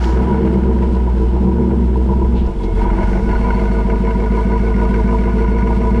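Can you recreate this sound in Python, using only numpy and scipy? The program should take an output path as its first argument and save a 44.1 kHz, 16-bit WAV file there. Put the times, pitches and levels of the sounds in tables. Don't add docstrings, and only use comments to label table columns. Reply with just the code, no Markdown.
import sys
import numpy as np
from scipy import signal
from scipy.fft import rfft, irfft
from scipy.io import wavfile
from scipy.ndimage import uniform_filter1d, minimum_filter1d, map_coordinates

SR = 44100
rng = np.random.default_rng(int(sys.argv[2]) if len(sys.argv) > 2 else 0)


def master(y):
    cut = np.clip(np.atleast_2d(y).T, -1, 1)
    pcm = np.round(cut * 32767)
    wavfile.write(sys.argv[1], SR, pcm.astype(np.int16))


N = 264600
TIME = np.arange(N) / SR
FREQS = np.fft.rfftfreq(2 * N, 1 / SR)

# time_s, firing_hz
ENGINE_SPEED = [(0.0, 58.6), (0.12, 59.4), (0.3, 67.27), (0.75, 63.37), (1.25, 58.62), (1.5, 65.7),
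                (1.67, 66.94), (1.9, 60.63), (2.2, 63.53), (2.45, 60.7), (2.57, 46.0), (2.68, 42.5),
                (2.9, 47.5), (3.22, 49.5), (3.38, 53.0), (4.0, 52.64), (4.5, 54.19), (5.15, 54.2),
                (6.0, 56.64)]
# start_s, end_s, opening_fraction
THROTTLE_PUSHES = [(2.776, 3.165, 0.37), (3.29, 3.62, 0.25)]
# delay_periods, pipe_gain_db, muffler_gain_db, puff_gain_db, spit_gain_db
CYLINDERS = [(.56, -10.5, -2, -9, -5), (.56, -8, 1, -9, -4), (.25, -1.5, -8, -5, 0), (.29, 0, 1.5, -1, -3),
             (.24, -1.5, -1.5, 0, -5), (.34, -14.5, 0, -3, 0), (.6, -9, -12, -10, -7),
             (.43, 3.3, -9, -7, -3)]
# time_s, depth_fraction, half_width_s
MISFIRES = [(2.495, .45, .018), (2.63, .4, .014), (2.848, 1, 0.0097), (2.976, 0.38, .008),
            (3.024, 1, 0.011), (3.206, .75, .01)]
# firing_hz, gain_db
BOOM_RESPONSE = [(43, -12.5), (49, -15.5), (55, -14.5), (60, -13.5), (63, -14), (66.5, -17.5)]
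# pitch_hz, width_hz, gain_db
PIPE_MODES = [(109, 18, -14), (139, 42, -9.5), (190.5, 23, 0), (206, 22, -3.5), (234, 18, -1.5),
              (289, 26, -25)]
# pitch_hz, width_hz, idle_gain_db, loaded_gain_db
MUFFLER_MODES = [(326.9, 20.8, 1.5, -1), (349.5, 11.2, -0.5, 3), (375.6, 27.4, -2, 0),
                 (404, 47, -13.5, -17), (445.1, 16.4, -1.5, 7), (465.3, 23.7, -7, 0), (505, 47, -16.5, -13),
                 (551.5, 31, -15.5, -13)]
# pitch_hz, width_hz, idle_gain_db, loaded_gain_db
RASP_MODES = [(622.7, 27, -6, -5.5), (662, 36, -5, -1), (748.6, 50, -6.5, -8.5), (814, 30, -9, -13.5),
              (867, 46, -3.5, -8.5), (946.5, 41, -0.5, -2), (978, 43.6, 0, 3), (1047, 200, -22.5, -19),
              (1215, 73, -22, -13)]
# pitch_hz, width_hz, gain_db
SIZZLE_MODES = [(1465, 67, 4.5), (1684, 98, -8.5), (2040, 590, -11), (2040, 68, -11), (2161, 56, -1),
                (2280, 47, -6), (2730, 340, -18), (4355, 63, -19.5), (5660, 390, -27.5)]
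# start_s, relative_peak_db
BARKS = [(0.192, -23), (.286, -21), (.316, -19.5), (.811, -29), (.944, -24), (1.072, -22), (1.206, -36),
         (2.092, -22.5), (2.126, -19.5), (2.218, -20), (2.853, -16), (2.983, -16.5), (3.329, -16),
         (3.447, -22), (3.525, -18), (3.58, -29), (3.925, -21.5), (4.074, -22), (4.237, -21), (4.373, -18),
         (4.388, -16.5), (5.125, -18), (5.144, -17.5), (5.416, -22), (5.705, -18)]
# pitch_hz, width_hz, gain_db
BARK_MODES = [(855, 80, -8), (967, 54, 6), (1410, 110, -20.5)]
# start_s, relative_level_db
SHARP_SPITS = [(.324, -33), (.412, -36), (0.471, -30), (.631, -32.5), (1.21, -42), (1.62, -39),
               (1.707, -35), (2.897, -30), (3.021, -30), (3.127, -27), (3.355, -33), (3.502, -23),
               (3.898, -32), (4.104, -20.5), (4.938, -24.5), (5.442, -32)]
# pitch_hz, width_hz, gain_db
SPIT_MODES = [(1450, 140, 5), (2150, 280, -4), (2800, 390, -14)]
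# frequency_hz, gain_db
HISS_SPECTRUM = [(1500, -6.5), (2600, 2), (3300, -1.5), (4000, -4.5), (5000, -6.5), (6000, -11),
                 (7000, -12.5), (8200, -12.5), (9600, -14.5), (11500, -26), (13000, -29.5), (15000, -43.5)]
# pitch_hz, level_db
WHINE_TONES = [(3405, -68), (5260, -71), (6196, -79), (7425, -75), (7985, -80)]
# start_s, level_db, centre_hz, length_s
CLICKS = [(-.02, -43, 4800, 0.14), (.038, -30, 2550, 0.0092), (.039, -41, 5360, 0.0066),
          (0.444, -43, 2040, 0.025), (0.821, -39, 2050, 0.014), (0.948, -48, 3200, 0.008),
          (2.34, -43, 2980, 0.076), (2.46, -49, 4698, 0.011), (2.628, -45, 3883, 0.023),
          (2.93, -54.5, 5171, 0.38)]
# idle_db, load_db, surge_db_per_hz, bog_db, full_throttle_db, opening_rush_db
PIPE_LAW = (-23, 4, 1.02, -6, -3.5, 0.3)
MUFFLER_LAW = (-25.5, 2, 0.42, -3, 0.5, 2)
RASP_LAW = (-34.5, 6, 0.14, -2.5, 11, 6)
SIZZLE_LAW = (-46, 9, 0.05, -1.5, 13, 12.5)
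HISS_LAW = (-51.5, 3, 0.01, -0.5, 5.5, 3.5)

BOG_SPAN_S, BOG_RAMP_S = (2.48, 2.76), 0.031
STUMBLE_SPAN_S, STUMBLE_RAMP_S = (2.1, 3.6), 0.33


def engine(gear_in_s=2.41, take_up_s=0.4):
    firing_hz = np.interp(TIME, *np.transpose(ENGINE_SPEED))
    load = 1 - np.exp(-np.maximum(TIME - gear_in_s, 0) / take_up_s)
    throttle = sum(opening * hold(start, end, ramp_s=0.05) for start, end, opening in THROTTLE_PUSHES)
    return firing_hz, load, throttle


def effort(law, firing_hz, load, throttle, idle_hz=59.9, settle_s=0.7):
    idle_db, load_db, surge_db_per_hz, bog_db, throttle_db, rush_db = law
    surge_hz = np.maximum(firing_hz - idle_hz, 0)
    bog = hold(*BOG_SPAN_S, BOG_RAMP_S)
    rush = np.exp(-TIME / settle_s)
    return undb(idle_db + load_db * load + surge_db_per_hz * surge_hz + bog_db * bog
                + throttle_db * throttle + rush_db * rush)


def firings(phase, ragged, gas_scatter_db=5.0):
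    number = np.arange(int(phase[-1]))
    delay, pipe_db, muffler_db, puff_db, spit_db = np.array(CYLINDERS)[number % len(CYLINDERS)].T
    timing_draw, strength_draw, puff_draw, spit_draw = rng.standard_normal((len(number), 4)).T
    roughness = np.interp(number, phase, ragged)
    jitter_periods = np.interp(roughness, [0, 1], [0.0092, 0.041]) * timing_draw
    scatter_db = np.interp(roughness, [0, 1], [1.45, 3]) * np.tanh(strength_draw)
    onsets = np.interp(number + delay + jitter_periods, phase, np.arange(N)).astype(int)
    pulses, knocks, puffs, spits = np.zeros((4, N))
    pulses[onsets] = undb(pipe_db + scatter_db)
    knocks[onsets] = undb(muffler_db + scatter_db)
    puffs[onsets] = undb(puff_db + gas_scatter_db * np.tanh(puff_draw))
    spits[onsets] = undb(spit_db + gas_scatter_db * np.tanh(spit_draw))
    return pulses, knocks, puffs, spits


def boom(phase, firing_hz, octave_db=-19, bog_db=-4.5, lag_periods=0.11):
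    angle = 2 * np.pi * (phase - lag_periods)
    tone = level(np.cos(angle) + undb(octave_db) * np.cos(2 * angle), db=0.5 * walk(25))
    gain_db = np.interp(firing_hz, *np.transpose(BOOM_RESPONSE)) + bog_db * hold(*BOG_SPAN_S, BOG_RAMP_S)
    dips = [1 - depth * np.exp(-((TIME - time_s) / half_width_s) ** 2)
            for time_s, depth, half_width_s in MISFIRES]
    return undb(gain_db) * np.prod(dips, axis=0) * tone


def burble(pulses, knocks, puffs, load, ragged, muffler_gas_db=4):
    turbulence = level(gas(puffs, decay_s=0.0047, steady=1.0))
    blur = undb(-17 + 10 * ragged)

    def drive(blows, share):
        return (level(blows) + share * turbulence) / np.hypot(1, share)

    pipe = disperse(resonate(drive(pulses, blur), PIPE_MODES))
    muffler = resonate_under_load(drive(knocks, blur * undb(muffler_gas_db)), MUFFLER_MODES, load)
    return level(pipe), level(muffler)


def disperse(sound, centre_hz=200, width_hz=90):
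    detune = 2 * (FREQS - centre_hz) / width_hz
    all_pass = (1 - 1j * detune) / (1 + 1j * detune)
    return irfft(rfft(sound, 2 * N) * all_pass)[:N]


def rumble(stumble):
    bands = resonate(rng.standard_normal(N), [(34.2, 24, -18.5), (83.0, 67, -24)])
    return level(bands, db=-29 + 6 * stumble)


def rasp(puffs, load, strike_db=-15):
    stream = level(gas(puffs, decay_s=0.016, steady=0.65))
    return level(resonate_under_load(stream + level(puffs, strike_db), RASP_MODES, load))


def sizzle(spits, load, throttle):
    ringing = resonate(gas(spits, decay_s=0.011, steady=0.22), SIZZLE_MODES)
    rush = resonate(gas(spits, decay_s=0.005, steady=3.3), [(1310, 940, 6), (2960, 470, -6.5)])
    return level(ringing, db=-7 * (1 - load)) + level(rush, db=-1.2 - 11 * load + 6 * throttle)


def waver(sound, depth=0.006, rate_hz=22):
    delay_s = depth / rate_hz * walk(rate_hz)
    return map_coordinates(sound, [(TIME - delay_s) * SR], order=3, mode="mirror")


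def barks(gain_db=-1):
    blows = np.zeros(N)
    for start_s, peak_db in BARKS:
        blows[int(start_s * SR)] = undb(peak_db + gain_db)
    ring_peak = np.abs(resonate(signal.unit_impulse(N), BARK_MODES)).max()
    return resonate(blows, BARK_MODES) / ring_peak


def sharp_spits(gain_db=-3, rise_s=0.0052):
    bursts = sum(undb(db + gain_db) * swell(start_s, rise_s) for start_s, db in SHARP_SPITS)
    return bursts * level(resonate(rng.standard_normal(N), SPIT_MODES))


def tip_buzz(spits):
    buzz = resonate(gas(spits, decay_s=0.008, steady=0.3), [(4140, 110, -10), (4400, 89, 0)])
    return hold(start_s=3.3, end_s=3.85, ramp_s=0.1) * level(buzz, db=-59)


def hiss(spits, flutter_db=1.5):
    hz, db = np.transpose(HISS_SPECTRUM)
    spectrum = undb(np.interp(np.log(FREQS + 1), np.log(hz), db))
    stream = gas(spits, decay_s=0.0021, steady=2.2) * undb(flutter_db * walk(30))
    return level(colour(stream, spectrum))


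def whine(wander_hz=18):
    return sum(undb(db) * np.sqrt(2) * np.sin(2 * np.pi * np.cumsum(hz + wander_hz * walk(120)) / SR)
               for hz, db in WHINE_TONES)


def gearbox():
    fluid = resonate(rng.standard_normal(N), [(2154, 20, -1), (3350, 60, -13)])
    return hold(start_s=2.56, end_s=2.95, ramp_s=0.068) * level(fluid, db=-50)


def clicks(width_ratio=0.75):
    sound = np.zeros(N)
    for start_s, db, centre_hz, length_s in CLICKS:
        band = resonate(rng.standard_normal(N), [(centre_hz, centre_hz * width_ratio, 0)])
        sound += swell(start_s, length_s / 2) * level(band, db)
    return sound


def gas(puffs, decay_s, steady):
    flare = signal.lfilter([1], [1, -np.exp(-1 / (decay_s * SR))], puffs)
    return (flare + steady) * rng.standard_normal(N)


def resonate_under_load(sound, modes, load):
    idling = resonate(sound, [(hz, width, db) for hz, width, db, _ in modes])
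    loaded = resonate(sound, [(hz, width, db) for hz, width, _, db in modes])
    return (1 - load) * level(idling) + load * level(loaded)


def resonate(sound, modes):
    power = sum((undb(db) / (1 + (2 * (FREQS - hz) / width) ** 2)) ** 2 for hz, width, db in modes)
    return colour(sound, np.sqrt(power))


def colour(sound, gain):
    cepstrum = irfft(np.log(gain + 1e-5))
    cepstrum[1:N] *= 2
    cepstrum[N + 1:] = 0
    return irfft(rfft(sound, 2 * N) * np.exp(rfft(cepstrum)))[:N]


def walk(rate_hz):
    points = rng.standard_normal(int(rate_hz * N / SR) + 2)
    return np.interp(TIME * rate_hz, np.arange(len(points)), points)


def swell(start_s, rise_s):
    age = np.maximum(TIME - start_s, 0) / rise_s
    return (age * np.exp(1 - age)) ** 2


def hold(start_s, end_s, ramp_s):
    return np.clip(np.minimum(TIME - start_s, end_s - TIME) / ramp_s + 0.5, 0, 1)


def level(sound, db=0):
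    return sound * undb(db) / np.sqrt(np.mean(sound ** 2))


def undb(db):
    return 10 ** (np.asarray(db) / 20)


def scene():
    firing_hz, load, throttle = engine()
    gain = lambda law: effort(law, firing_hz, load, throttle)
    phase = np.cumsum(firing_hz) / SR
    stumble = hold(*STUMBLE_SPAN_S, STUMBLE_RAMP_S)
    ragged = np.maximum(1 - load, stumble)
    settled_load = load * (1 - 0.6 * stumble)
    pulses, knocks, puffs, spits = firings(phase, ragged)
    pipe, muffler = burble(pulses, knocks, puffs, settled_load, ragged)
    bass = boom(phase, firing_hz) + rumble(stumble) + gain(PIPE_LAW) * pipe
    ringing = gain(MUFFLER_LAW) * muffler + gain(RASP_LAW) * rasp(puffs, settled_load)
    ringing += gain(SIZZLE_LAW) * sizzle(spits, load, throttle)
    tailpipe = waver(ringing) + barks() + sharp_spits() + tip_buzz(spits)
    background = gain(HISS_LAW) * hiss(spits) + whine() + gearbox() + clicks()
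    return (bass + tailpipe + background)[None]


def record(dry, ceiling_db=-4, window_samples=331, cutoff_hz=15700):
    gain = np.minimum(1, undb(ceiling_db) / (np.abs(dry) + 1e-9))
    smooth_gain = uniform_filter1d(minimum_filter1d(gain, window_samples), window_samples)
    fade_in = np.minimum(TIME / 0.002, 1)
    low_pass = signal.ellip(8, 0.2, 70, cutoff_hz, fs=SR, output="sos")
    return signal.sosfilt(low_pass, dry * smooth_gain * fade_in)


dry = scene()
out = record(dry)
master(out)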